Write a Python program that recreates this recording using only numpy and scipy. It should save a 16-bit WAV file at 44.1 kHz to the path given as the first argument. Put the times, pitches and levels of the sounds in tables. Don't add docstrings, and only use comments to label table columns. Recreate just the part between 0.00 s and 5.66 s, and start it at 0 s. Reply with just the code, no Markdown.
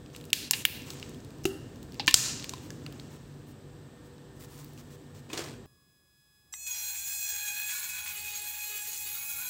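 import sys
import numpy as np
from scipy import signal
from scipy.fft import rfft, irfft
from scipy.io import wavfile
from scipy.ndimage import uniform_filter1d, minimum_filter1d

SR = 44100
rng = np.random.default_rng(int(sys.argv[2]) if len(sys.argv) > 2 else 0)


def materialize(psi):
    bounded = np.clip(np.atleast_2d(psi).T, -1, 1)
    quanta = np.round(bounded * 32767).astype(np.int16)
    wavfile.write(sys.argv[1], SR, quanta)


def to_linear_factor(level_db):
    exponent = np.asarray(level_db, float) / 20
    return 10 ** exponent


N = 249606

BAND_HZ = [2830, 4430, 7170, 15100]


def evened(x):
    return x / np.sqrt(np.mean(x ** 2) + 1e-20)


def read(points, hz):
    f, value = np.transpose(points)
    return np.interp(np.log(hz + 1), np.log(f + 1), value)


def coloured(x, points):
    gain = to_linear_factor(read(points, np.fft.rfftfreq(len(x), 1 / SR)))
    return irfft(rfft(x) * gain, len(x))


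def add(mix, start_s, sound):
    part = mix[round(start_s * SR):][:len(sound)]
    part += sound[:len(part)]


def ring(hz, db, t60_s, size=4096):
    t = np.arange(size) / SR
    return to_linear_factor(db - 60 * t / t60_s) * np.sin(2 * np.pi * hz * t)


def grains(spread_db):
    flicker = evened(uniform_filter1d(rng.exponential(1, N) - 1, 40))
    return rng.standard_normal(N) * to_linear_factor(spread_db * np.minimum(flicker, 2))


def hum():
    # frequency [Hz], level per Hz [dB]
    air_colour = [(12, -47.5), (20, -20), (147, -0.5), (189, -10), (251, -5), (566, -16.5), (1430, -25),
                  (1790, -23.5), (2010, -30.5), (3620, -29), (6710, -36.5), (7950, -31.5), (9950, -46.5),
                  (15200, -40.5), (16500, -60)]
    # time [s], level [dB]
    rumble = [(0.0, -50.5), (.6, -47), (1.95, -46), (2.16, -44.5), (2.55, -46), (2.96, -46), (3.21, -51.5),
              (3.85, -54), (5.23, -55), (5.53, -47), (5.66, -52.5)]
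    # frequency [Hz], width [Hz], level [dB]
    lines = [(48.6, 10, -67.5), (96.9, 11, -59.5), (145.6, 4, -56), (242.2, 7.7, -64), (298, 11, -64),
             (389, 15, -66), (486.3, 7.3, -64), (1815, 7, -76), (8000, 940, -76.5)]
    hz, t = np.fft.rfftfreq(N, 1 / SR), np.arange(N) / SR
    air = to_linear_factor(-53) * evened(coloured(rng.standard_normal(N), air_colour))
    s, db = np.transpose(rumble)
    swell = to_linear_factor(np.interp(t, s, db) - min(db))
    low = coloured(air, [(450, -3.0), (900, -18)])
    out = air + (swell - 1) * low
    for line_hz, width_hz, line_db in lines:
        resonance = 1 + (2 * (hz - line_hz) / width_hz) ** 2
        line = evened(irfft(rfft(rng.standard_normal(N)) / resonance, N))
        if width_hz < 100:
            line = line + 1.3 * np.sin(2 * np.pi * (line_hz * t + rng.random()))
        out += to_linear_factor(line_db) * evened(line)
    return out


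def fingers():
    # frequency [Hz], level per Hz [dB]
    rub_colour = [(350, -36.5), (600, -11), (961, 2), (1580, -5.5), (8250, -3.5), (10400, -14.5),
                  (14200, -10.5), (15800, -8), (16500, -26)]
    # time [s], pressure as level [dB]
    grip = [(0.0, -76), (.118, -69), (.32, -63), (.6, -76), (.8, -63), (.896, -47.5), (1.062, -51),
            (1.236, -63), (1.876, -65), (1.98, -57), (2.3, -50), (2.55, -54), (2.632, -56), (2.844, -59.5),
            (3.016, -56.5), (3.202, -64), (3.45, -70.5)]
    # time [s], pressure as level [dB]
    put_away = [
        (4.36, -64),
        (4.446, -65),
        (4.57, -56),
        (4.74, -63),
        (4.948, -67),
        (5.18, -73),
        (5.28, -68),
    ]
    # start [s], length [s], level [dB], hiss over level [dB]
    brushes = [(0.133, 0.052, -58, -18), (0.862, 0.082, -59.5, -2), (2.62, .06, -65, -3),
               (3.104, .066, -63, -8), (3.47, 0.051, -71, 3), (4.04, 0.041, -71, -4),
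               (4.399, 0.057, -60, 0), (4.503, .055, -66.5, 2), (4.583, 0.032, -59, -3),
               (4.781, .032, -59.5, -6), (4.905, .051, -62.5, -5), (5.148, 0.054, -62, -8.5)]
    light_db = -59.5
    t = np.arange(N) / SR
    rub = coloured(grains(2.5), rub_colour)
    dull = evened(coloured(rub, [(8000, -7.0), (9500, -20)]))
    bright = evened(coloured(rub, [(8000, -24), (9500, -7.0)]))
    power = np.zeros((2, N))
    for slide, light_hiss_db, slope in ((grip, -76, .3), (put_away, -63.5, 1.1)):
        s, db = np.transpose(slide)
        press_db = np.interp(t, s, db)
        hiss_db = light_hiss_db + slope * (press_db - light_db)
        touching = (t >= s[0]) * (t <= s[-1])
        power += touching * to_linear_factor(np.array([press_db, hiss_db]) - 5.5) ** 2
    for start_s, length_s, db, hiss_db in brushes:
        touching = (t >= start_s) * (t <= start_s + length_s)
        power += touching * to_linear_factor(np.array([[db], [db + hiss_db]])) ** 2
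    dull_level, bright_level = np.sqrt(abs(uniform_filter1d(power, 500)))
    return dull_level * dull + bright_level * bright


def shares(patch_hz, sparkle_db, focus_db):
    away = np.log2(np.array(BAND_HZ[:-1]) / patch_hz) / 0.65
    return [*(focus_db * (np.exp(-away ** 2) - 1)), sparkle_db]


def snap(row, burst_db, slips_db, slips_t60_s, send_db, boost_db=0.):
    band_db = [1.5, 0, -4, -7.5]
    # frequency [Hz], level [dB], t60 [s]
    wall = [(2870, -9, 0.016), (1780, -10.5, .03), (7400, -20, .012), (4400, -24.5, .015)]
    start_s, peak_db, *patch = row
    t = np.arange(2048) / SR
    release = -1. * (np.arange(len(t)) == 48)
    decay = to_linear_factor(burst_db - 60 * t / .0035) + to_linear_factor(slips_db - 60 * t / slips_t60_s)
    slips = rng.standard_normal(len(t)) * decay
    slips = release + np.roll(slips, 50) * (np.arange(len(t)) > 50)
    level_db = np.add(shares(*patch), band_db)
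    low_db = level_db[0]
    colour = [(500, low_db - 34.5), (1400, low_db - 17.5), (2000, low_db - 8), *zip(BAND_HZ, level_db)]
    colour.insert(-1, (10500, min(level_db[-2:])))
    modes = sum(ring(hz * rng.uniform(1.0, 1.02), db - 30, t60, size=2048) for hz, db, t60 in wall)
    near, far = (coloured(x + signal.fftconvolve(x, modes)[:len(t)], colour) for x in (slips, release))
    near *= to_linear_factor(peak_db + boost_db) / abs(near).max()
    far *= to_linear_factor(send_db) * np.linalg.norm(near) / np.linalg.norm(far)
    return start_s, near, far


def tray():
    # start [s], peak [dB], patch pitch [Hz], sparkle [dB], patch prominence [dB]
    snaps = [
        (0.3301, -1.5, 4590, -6.5, 6),
        (.5090, 0, 7170, -2.5, 13),
        (.6512, 0, 3150, 1, 11),
        (2.1408, 3, 6200, -16, 18.5),
    ]
    rebound = (2.1418, 3.5, 6300, -15, 19.5)
    # start [s], peak [dB], pitch [Hz], sparkle [dB], prominence [dB]
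    crunches = [
        (0.533, -12.5, 2830, -23, 7.5),
        (1.453, -15.5, 7640, -4, 4),
        (1.9957, -20, 3694, -36, 28),
        (2.0779, -1.5, 2830, -16, 9),
        (5.3005, -42, 2830, -13.5, 13),
        (5.3307, -26, 2830, -12, 2),
        (5.3753, -23.5, 7170, -14, 7.4),
    ]
    # start [s], peak [dB], pitch [Hz], sparkle [dB]
    ticks = [(.0604, -42, 4000, -22), (.1481, -36, 2830, -16), (.1618, -30, 7170, -3),
             (.2106, -36.5, 2830, -13), (.24, -36, 2830, -5), (.252, -35, 6800, -2),
             (0.3022, -29.5, 2830, -7), (.819, -35, 6000, -11), (.9032, -24.5, 6300, -7),
             (.9973, -35, 4000, -6), (1.0268, -27, 2870, -19), (1.0933, -39, 7170, -3),
             (1.145, -37.5, 2830, -5), (1.2027, -43.5, 6800, -9), (1.2465, -41.5, 7170, -7),
             (1.3046, -42, 3300, -7), (1.384, -46, 7600, -4), (1.436, -39, 7000, -6),
             (1.4414, -31, 7000, -19), (1.7579, -42, 7400, -6), (1.8282, -36, 6860, -3),
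             (1.921, -37.5, 4170, -4), (1.943, -38.5, 3470, -9), (1.953, -40.5, 3500, -14),
             (1.932, -44, 3290, -14)]
    # start [s], peak [dB], pitch [Hz], sparkle [dB]
    tipping = [(2.0614, -24, 6000, -12), (2.0703, -17, 7170, -7), (2.0922, -16, 2830, -11),
               (2.1093, -12, 5817, -13), (2.1244, -16, 4000, -16), (2.132, -24, 4000, -18),
               (2.3963, -27, 3400, -13), (2.425, -28, 3970, -20), (2.442, -24.5, 3450, -14),
               (2.4929, -20, 7300, -10), (2.5358, -25.5, 3000, -13), (2.7038, -27.5, 6300, -9),
               (2.8629, -30, 2980, -15), (2.924, -37, 2830, -4), (2.997, -31.5, 3500, -15),
               (4.18, -49, 3200, -16), (4.6443, -34.5, 4430, 10), (4.7331, -43.5, 7300, 2),
               (4.776, -40, 3200, -12.5), (5.44, -31, 4400, -10), (2.556, -40, 4960, -12),
               (2.58, -37, 3500, -15)]
    # start [s], peak [dB], pitch [Hz], t60 [s]
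    knocks = [(0.511, -26, 1040, .015), (.535, -33.5, 855, .02), (.652, -26, 1010, .015),
              (1.4542, -18, 350, .05), (1.4548, -27.5, 387.8, .37), (1.4545, -19.5, 2760, .015),
              (1.4545, -31, 2150, .012), (1.4545, -26.5, 780, .02), (1.4542, -28.5, 1300, .015),
              (1.998, -26.5, 830, .03), (2.079, -22, 309, 0.055), (2.081, -17.5, 1046, 0.035),
              (2.079, -15.5, 1780, .05), (2.079, -14, 2390, .04), (2.142, -14.5, 120, 0.019),
              (2.142, -18.5, 700, .015), (2.142, -11, 1350, .008), (2.142, -20.5, 400, .02),
              (2.536, -32, 1020, .03), (2.259, -32.5, 1500, .012), (2.864, -42, 1310, .015),
              (2.704, -41, 1690, .03), (5.301, -46, 1046, .05), (5.301, -44.5, 2550, 0.059),
              (5.332, -39, 330, .1), (5.377, -41, 402, .1), (5.377, -44, 3300, .2), (5.377, -45, 1707, .2)]
    # start s, peak dB, pitch Hz, sparkle dB
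    ribs = [(0.1 + 0.1 * k, -46.5, 3000, -12.5) for k in range(5)]
    tick_focus_db = 9
    beam = .45
    # burst dB, later slips dB, slips t60 s, room send dB
    sounds = [snap(row, -6, -23, .03, -7.5 - beam * row[3], boost_db=6) for row in snaps]
    sounds += [snap(row, -7, -10.5, .06, -3.1, boost_db=1.5) for row in crunches]
    sounds += [snap((*row, tick_focus_db), -7.5, -14, .017, -2.5) for row in ticks + tipping + ribs]
    sounds += [snap(rebound, -8, -18.5, .02, -25, boost_db=7)]
    for start_s, db, hz, t60_s in knocks:
        knock = ring(hz, db, t60_s, size=8192)
        sounds.append((start_s, knock, to_linear_factor(-5.5) * knock))
    near, far = np.zeros((2, N))
    for start_s, close, distant in sounds:
        add(near, start_s, close)
        add(far, start_s, distant)
    return near, far


def tiles(x):
    # frequency [Hz], t60 [s]
    decay = [(300, 0.67), (1500, 0.72), (3000, 0.68), (6000, 0.66), (10000, 0.45), (16000, 0.36)]
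    # frequency [Hz], level [dB]
    tail_colour = [(300, -0.5), (1500, 1), (3000, -2.5), (6000, -3.5), (10000, 3), (16000, 3)]
    out, turn = np.zeros(N), np.arange(N) / SR * 1.7
    for k in range(3):
        echoes = (rng.random(SR) < .12) * (np.arange(SR) > 260)
        taps = rng.choice([-1., 1.], SR) * echoes
        hz, t, z = signal.stft(taps, SR, nperseg=256)
        z = z * to_linear_factor(read(tail_colour, hz)[:, None] - 60 * t / read(decay, hz)[:, None])
        tail = signal.istft(z, SR, nperseg=256)[1]
        share = np.sqrt(2 / 3) * np.cos(turn + k * np.pi / 3)
        out += signal.fftconvolve(x * share, tail / np.linalg.norm(tail))[:N]
    return out


def crumple():
    # time [s], level [dB]
    strength = [
        (5.29, -59),
        (5.302, -49.5),
        (5.326, -49),
        (5.332, -35.5),
        (5.368, -43.5),
        (5.376, -34.5),
        (5.455, -42.5),
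        (5.554, -54.5),
        (5.6, -66),
    ]
    # frequency [Hz], level per Hz [dB]
    crease_colour = [(150, -37), (250, -11), (325, -3.5), (710, -12.5), (3340, -17.5), (8500, -21),
                     (10500, -33.5), (16000, -31)]
    t = np.arange(N) / SR
    s, db = np.transpose(strength)
    level = to_linear_factor(np.interp(t, s, db) - 2.5) * (t > s[0]) * (t < s[-1])
    return uniform_filter1d(level, 200) * evened(coloured(grains(3.1), crease_colour))


def scene():
    # frequency [Hz], level [dB]
    edge = [(15800, 0.15), (16100, -29.5)]
    near, far = tray()
    steady = hum() + fingers() + to_linear_factor(-6.5) * tiles(far) + crumple()
    return (near + coloured(steady, edge))[None]


def roll_off(x):
    return signal.sosfilt(signal.butter(12, 17150, fs=SR, output="sos"), x)


def record(dry):
    # frequency [Hz], level [dB]
    mic = [(28, -23), (45, 0.68), (16400, 0.85), (17000, -24.5), (17300, -69.5)]
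    peak_db = 10 * np.log10(abs(uniform_filter1d(dry[0] ** 2, 40)) + 1e-12)
    over_db = np.maximum(peak_db + 18.5, 0)
    ahead_db = -minimum_filter1d(-over_db, 1150, origin=-560)
    fall_db = np.arange(N) * 150. / SR
    held_db = np.maximum.accumulate(ahead_db + fall_db) - fall_db
    duck_db = 0.39 * uniform_filter1d(held_db, 300)
    limited = np.clip(dry[0] * to_linear_factor(-duck_db), -1, 1)
    mix = np.clip(coloured(limited, mic), -1, 1)[None]
    return roll_off(mix)


dry = scene()
out = record(dry)
materialize(out)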